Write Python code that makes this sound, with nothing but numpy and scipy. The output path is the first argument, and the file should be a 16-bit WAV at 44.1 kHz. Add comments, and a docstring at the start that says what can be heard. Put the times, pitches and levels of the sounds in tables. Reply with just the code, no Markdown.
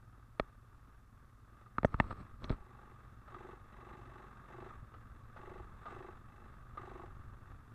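"""A one-cylinder quad bike on a dirt trail, heard from a camera in a sealed plastic case on the rider.
First the engine idles, gulping air and firing, while a quad ahead throbs; a knock hits the case.
At 1.5 s the drive clanks and the bike rolls off; more knocks and a scrape of cloth follow on the case.
From 2.5 s it putters along in short dabs of throttle, with clanks and clatter, over its exhaust and a
deep rumble. From 4.4 s the quad ahead draws away and fades."""
import sys
import numpy as np
from scipy import signal
from scipy.fft import rfft, irfft, next_fast_len
from scipy.io import wavfile
from scipy.ndimage import uniform_filter1d, map_coordinates

SR = 44100
rng = np.random.default_rng(int(sys.argv[2]) if len(sys.argv) > 2 else 0)


def pcm_store(signal):
    """Save signal as 16-bit PCM."""
    levels = np.round(np.clip(np.atleast_2d(signal), -1, 1) * 32767)
    wavfile.write(sys.argv[1], SR, levels.astype(np.int16).T)


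N = 341334
T = np.arange(N) / SR


# notes of the intake pipe: (f/Hz, level/dB at wide throttle, power of growth with throttle, length/cycles)
PIPE_NOTES = [(366, -47.7, 1.03, .64), (480, -56, 1.3, .45), (690, -57.5, 1.1, .42), (830, -54.1, .55, .5),
              (1140, -55, .55, .5)]
# where the airbox rings: (f/Hz, width/Hz, level/dB)
AIRBOX_TONES = [(355, 124, 3.5), (540, 250, -6), (830, 170, -6.5), (1080, 220, -6), (1490, 79, -13)]

def intake(cycle, rolling):
    """Once a cycle the valve opens to gulp air: the pipe pops, and air rushes through the airbox."""
    opened, _ = throttle(attack_s=.066, release_s=.024)
    wide, shut = amp(-56), amp(-80 - rolling)  # gains with the throttle wide open and shut
    valve = cycle + .18
    age, pop = since(valve), np.zeros(N)
    for hz, db, growth, length in PIPE_NOTES:
        strength = (opened / wide) ** growth * amp(db + each_cycle(valve))
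        lift = np.sin(np.pi * np.clip(valve % 1 / length, 0, 1) ** .8)
        pitch = hz * (1 + .014 * each_cycle(valve))
        turbulence = .27 * wobble(220)
        pop += strength * lift * np.sin(2 * np.pi * pitch * age + turbulence)
    gulps = bursts(cycle, start=-.15, rise=.09, fall=.2, scatter_db=1.5)
    rush = resonate(gulps * white(), AIRBOX_TONES)
    return pop + .3 * np.hypot(opened, shut) * unit(rush)


# tone colour of the engine block's rattle: (f/Hz, level/dB)
BLOCK_COLOUR = [(150, -24), (350, -13.5), (600, -1.5), (950, -5), (1150, -0.5), (1400, -8.5), (1900, -6),
                (2450, -20), (2680, -19), (2950, -22), (3800, -23.5), (4600, -33.5), (6100, -38),
                (8200, -35), (10500, -64)]
# notes of the cooling fins: (f/Hz, level/dB, time to fade by 60 dB/s)
FIN_NOTES = [(1540, -3, .07), (2020, -2.5, .06), (2645, -3.8, 0.08), (3550, -21, .07), (3920, -15, .07),
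             (6200, -19, .06), (7450, -26, .05), (8100, -26, .05)]

def engine_block(cycle, rolling):
    """Half a cycle after each gulp the firing rattles the block and rings its fins; valves tap softly."""
    _, burning = throttle(*BURN_LAG_S)
    shut = amp(-84.5 + 5 * rolling)
    firing = bursts(cycle, start=.37, rise=.11, fall=.2, scatter_db=1.4)
    valves = bursts(cycle, start=-.2, rise=.12, fall=.2, scatter_db=1)
    strikes = (firing + .35 * valves + .12) * repeating(cycle - .36, share=.3)
    rattle = amp(-1.5) * coloured(strikes, BLOCK_COLOUR)
    age, ring = since(cycle - .39), np.zeros(N)
    for hz, db, t60 in FIN_NOTES:
        fade = amp(db + 1.5 * wobble(24) - 60 * age / t60)
        ring += fade * np.sin(2 * np.pi * hz * age + .55 * wobble(130))
    onset = 1 - np.exp(-age / 0.003)
    return np.hypot(burning, shut) * (rattle + ring * onset)


BURN_LAG_S = (0.0089, 0.043)  # how slowly the firing swells and dies away
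# dabs of throttle: (first gulp t/s, last gulp t/s, intake level/dB, firing level/dB)
THROTTLE_DABS = [(2.542, 2.918, -70.5, -71), (3.326, 3.533, -57, -63.5), (3.746, 3.995, -61.7, -62.3),
                 (4.036, 4.244, -64, -63.3), (4.506, 4.666, -55.3, -61.7), (5.394, 5.601, -56.3, -62),
                 (5.885, 6.089, -55.7, -61.5), (6.304, 6.461, -69.5, -68), (6.796, 7.039, -55.3, -60.7)]

def throttle(attack_s, release_s):
    """Gains for intake and firing: each dab swells, holds to its last gulp and dies away."""
    gains = np.zeros((2, N))
    for first, last, *db in THROTTLE_DABS:
        open_for = np.maximum(T - first + 0.033, 0)  # it opens just before the first gulp
        swell = 1 - np.exp(-open_for / attack_s)
        fade = np.exp(-np.maximum(T - last, 0) / release_s)
        gains = np.maximum(gains, amp(db)[:, None] * swell * fade)
    return gains


ROLL_S = 1.5  # the bike starts to roll

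def crank():
    """Engine cycles turned so far: quicker in each dab, with a whole number of cycles in each stretch."""
    idle_hz, coast_hz, pull_hz = 20.3, 22.4, 24.4  # rough cycles a second
    times = np.array([0, ROLL_S] + [s for dab in THROTTLE_DABS for s in dab[:2]] + [T[-1]])
    rates = [idle_hz] + [coast_hz, pull_hz] * len(THROTTLE_DABS) + [coast_hz]
    turns = np.round(np.diff(times) * rates)
    return np.interp(T, times, np.append(0, np.cumsum(turns)))


def motion():
    """From 0 to 1: whether the bike rolls, how hard the engine pulls, and the speed that this adds."""
    take_up_s, rise_s, momentum_s = .22, 0.5, 0.97
    rolling = np.clip((T - ROLL_S - take_up_s) / rise_s + .5, 0, 1)
    _, pull = throttle(attack_s=0.059, release_s=0.21)
    speed = signal.lfilter([1], [1, -np.exp(-1 / (momentum_s * SR))], pull)  # builds up, then ebbs
    return rolling, pull / pull.max(), speed / speed.max()


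# where the loose metal rings: (f/Hz, width/Hz, level/dB)
PANEL_TONES = [(703, 90, -14), (1220, 160, 1), (1530, 66, -1.5), (1890, 120, -8.5), (2054, 67, -1.5),
               (3000, 200, -20), (3930, 330, -16.5)]

def clatter():
    """Racks and guards chatter at random, harder as the engine works."""
    _, burning = throttle(*BURN_LAG_S)
    taps_per_s, scatter_db = 110, 4
    taps = (rng.random(N) < taps_per_s / SR) * amp(scatter_db * white())
    ring = muffle(resonate(taps, PANEL_TONES), above_hz=4300, steepness=8)
    return amp(-8.5) * burning * unit(ring)


# tone colour of the chain and gears: (f/Hz, level/dB)
GEAR_COLOUR = [(200, -8), (370, -4), (600, -11.5), (830, -7.5), (1000, -9.5), (1230, 2), (1430, -5.5),
               (1600, -6), (2450, -23.5), (2680, -20), (3000, -32.5), (3550, -22.5), (4600, -40.5),
               (8300, -38), (10500, -66)]

def chain_and_gears(cycle, rolling, pull):
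    """Chain and valve gear tick twice a cycle; the gears' whine swings as the crank speeds and slows."""
    level_db = -69 + 4.5 * rolling + 6 * pull + 0.17 * wobble(1.2) + 2.1 * wobble(10)
    ticks = bursts(cycle, start=.5, rise=.07, fall=.14, scatter_db=1.5)
    ticks += bursts(cycle, start=-.12, rise=.05, fall=.12, scatter_db=1.5)
    chain = coloured((1 + .4 * ticks) * repeating(cycle - .4, share=.15), GEAR_COLOUR)
    whine_hz = 1190 * (1 + .068 * np.cos(2 * np.pi * (cycle - .7)) + .034 * wobble(120))
    whine = unit(amp(1.4 * wobble(70)) * np.sin(2 * np.pi * np.cumsum(whine_hz) / SR))
    return amp(level_db) * (chain + 0.46 * whine)


# clanks of the drive: (t/s, relative level/dB, length/s, extra level/dB for the frame's note)
DRIVE_CLANKS = [(1.612, -52.5, 0.012, -6), (1.66, -53.5, 0.01, 4.5), (3.279, -45, 0.013, -8),
                (3.342, -44, 0.011, 3.5), (4.21, -67, 0.0081, -4), (4.392, -52.5, 0.0063, -5),
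                (4.939, -46, 0.017, -2), (5.362, -44, 0.023, -8), (5.855, -40, 0.017, 2.5),
                (6.539, -56, 0.0074, 4), (6.772, -40.5, 0.011, 9.5), (7.215, -57, 0.0092, 5),
                (7.334, -55, 0.018, -9)]
# where the frame rings: (f/Hz, width/Hz, level/dB)
FRAME_TONES = [(540, 290, -3.5), (1220, 160, 4.5), (1910, 400, -13.5), (2600, 210, -15.5),
               (3740, 1300, -25)]

def clanks(note_hz=1213):
    """Slack in the drive closes with a brief chatter; the frame sings out on one note."""
    chatter, swell = np.zeros(N), np.zeros(N)
    for s, db, length, note_db in DRIVE_CLANKS:
        age = np.maximum(T - s, 0) / length
        fade = amp(db) * (age > 0) * np.exp(-age ** 2)
        chatter += fade
        swell += amp(note_db) * age * fade
    rattle = muffle(resonate(chatter * white(), FRAME_TONES), above_hz=5000, steepness=4)
    return amp(7.5) * rattle + swell * np.sin(2 * np.pi * note_hz * T)


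# low notes of the exhaust: (multiple of the cycle rate, relative level/dB)
HUM_NOTES = [(2, -5.5), (3, -15), (4, -14), (5, 0), (6, -17), (7, -11.5), (9, -10.5), (10, -12.5)]
# tone colour of the exhaust's puffs: (f/Hz, level/dB)
PUFF_COLOUR = [(30, -12.5), (70, -6.5), (120, 5.5), (165, -11.5), (240, -4.5), (330, -18.5), (600, -27),
               (1500, -72)]

def exhaust(cycle, rolling, pull, speed):
    """The exhaust hums, louder as the engine pulls, and puffs once a cycle, louder with speed."""
    hum = sum(amp(db + 1.4 * wobble(3.2)) * np.sin(2 * np.pi * k * cycle + 0.6 * wobble(5.1))
              for k, db in HUM_NOTES)
    puffs = bursts(cycle, start=.5, rise=.06, fall=.3, scatter_db=1.5)
    hum_db = -69.5 + 4.5 * rolling + 2 * pull
    puff_db = -66 + 3 * rolling + 1.5 * speed + 0.66 * wobble(21)
    return amp(hum_db) * unit(hum) + amp(puff_db) * coloured(puffs * white(), PUFF_COLOUR)


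# blows on the case: (t/s, hit level/dB, slow push level/dB, f/Hz that the struck spot favours,
# boost there/dB, bounce delay/ms, bounce share)
CASE_BLOWS = [(0.3971, -22, -36, 3450, 7.5, 1.67, 0.3), (0.405, -59, -43, 42, 16.5, 3, .2),
              (1.783, -30, -35.4, 1317, 9, 0.79, 0.43), (1.831, -35.5, -30, 649, 4.5, 5.7, 0.29),
              (1.8474, -23, -23.5, 680, 15.5, 0.61, 0.61), (1.9426, -38, -22.5, 1118, 12.5, 0.79, 0.34),
              (2, -19, -24, 2250, 8, 1.08, 0.78), (2.041, -53.5, -32, 905, 12, 2, .4),
              (2.11, -47.5, -57, 1200, 13.5, 3.34, 0.94), (2.126, -54, -54, 1250, 16, 2.55, 0.45),
              (2.208, -61, -32, 620, -3, 5.5, .4), (2.4423, -41.4, -32, 3900, 22, 3.1, 0.5),
              (2.4955, -40.5, -32, 4100, 21.5, 2.9, 0.24), (2.502, -35.5, -18.5, 378, 12.5, 1.33, 0.34),
              (2.51, -54, -33, 383, 23, 5, 0.28), (2.525, -42.5, -37, 790, -5, 3, 0.59)]
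# notes of the case: (f/Hz, level/dB, time to fade by 60 dB/s)
CASE_NOTES = [(40, -8, 0.096), (102, 3, 0.027), (244, 3.5, 0.024), (407, -1, 0.02), (624, 0.2, 0.015),
              (902, -7, 0.021), (1257, 0.5, 0.014), (1824, -10.5, 0.018), (2216, -8.5, 0.012),
              (2690, -20.5, 0.015), (3400, -22.5, 0.013), (4100, -20, 0.0074), (5250, -39.5, 0.018),
              (5870, -56, 0.034), (7760, -37.5, 0.012)]

def knocks():
    """Each blow rings the case, coloured by the spot it strikes; its slow push drives the low notes."""
    out, t = np.zeros(N), np.arange(SR // 4) / SR
    push_hz, hit_hz, spot_octaves = 75, 480, 0.61
    for s, hit_db, push_db, spot_hz, spot_db, bounce_ms, bounce in CASE_BLOWS:
        def force_db(hz):
            body_db = np.interp(np.log(hz), np.log([push_hz, hit_hz]), [push_db, hit_db])
            return body_db + spot_db * np.exp(-(np.log2(hz / spot_hz) / spot_octaves) ** 2)
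        ring = np.zeros(len(t))
        for k, (hz, db, t60) in enumerate(CASE_NOTES):
            fade = amp(force_db(hz) + rng.normal(0, 1) + db - 60 * t / t60)
            # neighbouring notes push the microphone in opposite directions
            ring += (-1) ** k * fade * np.sin(2 * np.pi * hz * t)
        crack = amp(force_db(3070) - 38.5 - 60 * t / 0.025) * rng.standard_normal(len(t))
        blow = (ring + crack) * (1 - np.exp(-(t / 0.00038) ** 2))
        # a second contact right after the first hollows out the sound
        again = np.interp(t - bounce_ms / 1000, t, blow, left=0)
        out[round(s * SR):][:len(t)] += blow + bounce * again
    return muffle(out, above_hz=8300, steepness=24)  # the sealed case shuts out the highest treble


# strokes of cloth: (middle t/s, half length/s, level/dB)
CLOTH_STROKES = [(1.88, 0.026, -57), (1.934, 0.023, -50), (1.994, 0.0081, -51), (2.062, 0.077, -49.5),
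                 (2.111, 0.011, -43.5), (2.129, 0.0036, -50), (2.203, 0.035, -50), (2.438, 0.028, -47.5),
                 (2.516, 0.03, -43.5)]
# tone colour of cloth on plastic: (f/Hz, level/dB)
CLOTH_COLOUR = [(100, 13), (600, -4.5), (950, -8.5), (1220, 4.5), (1600, -13.5), (2100, -14), (3000, -25.5),
                (4200, -23.5), (4900, -33), (5500, -31), (6500, -49), (8300, -29), (9500, -64)]

def scrape():
    """Cloth drags over the case in tiny catches; each stroke swells and fades."""
    pressure = sum(amp(db) * np.exp(-((T - s) / half) ** 2) for s, half, db in CLOTH_STROKES)
    catches = white() * amp(2.4 * wobble(300))
    return pressure * coloured(catches, CLOTH_COLOUR)


# short high fizzes: (t/s, level/dB, length/s, f/Hz)
HIGH_FIZZES = [(1.85, -68, 0.014, 5960), (1.846, -66, 0.012, 8050), (2.44, -67, 0.017, 6000),
               (2.5, -66, 0.023, 3800)]

def fizzes(width_hz=520):
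    """Brief, narrow bands of high hiss trail some of the hard knocks."""
    out = np.zeros(N)
    for s, db, length, hz in HIGH_FIZZES:
        band = unit(filtered(white(), lambda f: np.exp(-((f - hz) / width_hz) ** 2)))
        out += amp(db) * (T > s) * np.exp(-((T - s) / length) ** 2) * band
    return out


def shudder():
    """The camera's mount goes on trembling for a moment after each blow's push."""
    fade = sum((T > s) * amp(push_db) * np.exp(-np.abs(T - s) / 0.075)
               for s, _, push_db, *_ in CASE_BLOWS)
    return amp(-31) * uniform_filter1d(fade, size=400) * coloured(white(), SHAKE_COLOUR)


# how loud the deep rumble is: (t/s, relative level/dB)
RUMBLE_LEVEL = [(0.0, -68), (0.33, -68), (1.032, -64), (1.472, -66.5), (1.9, -63), (2.2, -58), (2.65, -67),
                (3.14, -66.5), (3.47, -64), (4.4, -67), (4.8, -55), (5.3, -60.5), (5.68, -54.5), (6.0, -60),
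                (7.3, -56.5), (7.74, -62)]
# tone colour of the rumble and the shudder: (f/Hz, level/dB)
SHAKE_COLOUR = [(8, -6.5), (25, -3), (50, -4), (90, -7), (140, -15), (400, -52), (1500, -86)]

def rumble():
    """A deep rumble, faint at idle, swells as the case is handled and the bike rides on."""
    level_db = np.interp(T, *np.transpose(RUMBLE_LEVEL)) + 2 + 1.1 * wobble(5.8)
    return amp(level_db) * coloured(white(), SHAKE_COLOUR)


# exhaust notes of the quad ahead: (f/Hz, level/dB)
THROB_NOTES = [(52, -62.5), (116, -66.5)]

def quad_ahead(leaves_s=4.4, fade_db_per_s=6.5):
    """Only the deep exhaust throb of the next bike carries; it fades as that bike draws away."""
    fade_db = -fade_db_per_s * np.maximum(T - leaves_s, 0)
    return sum(amp(db + fade_db + 1.2 * wobble(1.5)) * np.sin(2 * np.pi * hz * T + .5 * wobble(3.05))
               for hz, db in THROB_NOTES)


# tone colour of the hiss: (f/Hz, level/dB)
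HISS_COLOUR = [(100, 11), (4000, 0.5), (9000, -2), (12000, -1), (13000, -4.5), (15000, -7)]

def hiss():
    """The microphone adds its own faint, steady hiss."""
    return amp(-80.5) * coloured(white(), HISS_COLOUR)


def amp(db):
    """Turn decibels into a gain to multiply by."""
    return 10 ** (np.asarray(db) / 20)


def unit(x):
    """Scale x to an average strength (rms) of 1."""
    return x / np.sqrt(np.mean(x ** 2) + 1e-20)


def white():
    """Fresh white noise."""
    return rng.standard_normal(N)


def wobble(rate):
    """A smooth curve through `rate` random points a second."""
    return map_coordinates(rng.standard_normal(int(N * rate / SR) + 4), [T * rate])


def filtered(x, response):
    """Multiply each frequency f in x by response(f)."""
    size = next_fast_len(N + SR // 2)
    return irfft(rfft(x, size) * response(np.fft.rfftfreq(size, 1 / SR)), size)[:N]


def muffle(x, above_hz, steepness):
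    """Turn down the treble."""
    return filtered(x, lambda f: 1 / (1 + (f / above_hz) ** steepness))


def coloured(x, colour):
    """Give x a tone colour of (f/Hz, level/dB) points, at a strength of 1."""
    hz, db = np.transpose(colour)
    return unit(filtered(x, lambda f: amp(np.interp(np.log(f + 1), np.log(hz), db))))


def resonate(x, tones):
    """Let x ring a body at its own tones."""
    return filtered(x, lambda f: sum((-1) ** k * amp(db) * 1j * f * w / (hz * hz - f * f + 1j * f * w)
                                     for k, (hz, w, db) in enumerate(tones)))


def bursts(cycle, start, rise, fall, scatter_db):
    """A burst once a cycle, each of its own strength; start, rise and fall are in cycles."""
    count, age = np.divmod(cycle - start + 1, 1)
    strength = amp(scatter_db * each_cycle(count))
    return unit(strength * (1 - np.exp(-age / rise)) * np.exp(-age / fall))


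def repeating(cycle, share):
    """Noise of which a share comes back alike in every cycle, as the same parts strike again."""
    turn = np.floor(cycle)
    age = np.arange(N) - np.searchsorted(turn, turn)
    return np.sqrt(share) * white()[age] + np.sqrt(1 - share) * white()


def since(cycle):
    """Seconds since the cycle count last passed a whole number."""
    turn = np.floor(cycle)
    return T - T[np.searchsorted(turn, turn)]


def each_cycle(cycle):
    """One random value for each cycle, held until the next."""
    return rng.standard_normal(size=256)[np.floor(cycle).astype(int)]


def scene():
    """The bike, the contacts on the case and the background, added into one channel."""
    cycle = crank()
    rolling, pull, speed = motion()
    bike = intake(cycle, rolling) + engine_block(cycle, rolling) + clatter()
    bike += chain_and_gears(cycle, rolling, pull) + exhaust(cycle, rolling, pull, speed)
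    ride = bike + rumble() + clanks()
    background = hiss() + quad_ahead()
    case = knocks() + fizzes() + shudder() + scrape()
    return (ride + case + background)[None]


def record(dry):
    """The camera keeps nothing above 15300 Hz."""
    return filtered(dry[0], lambda f: f < 15300)[None]


dry = scene()
out = record(dry)
pcm_store(out)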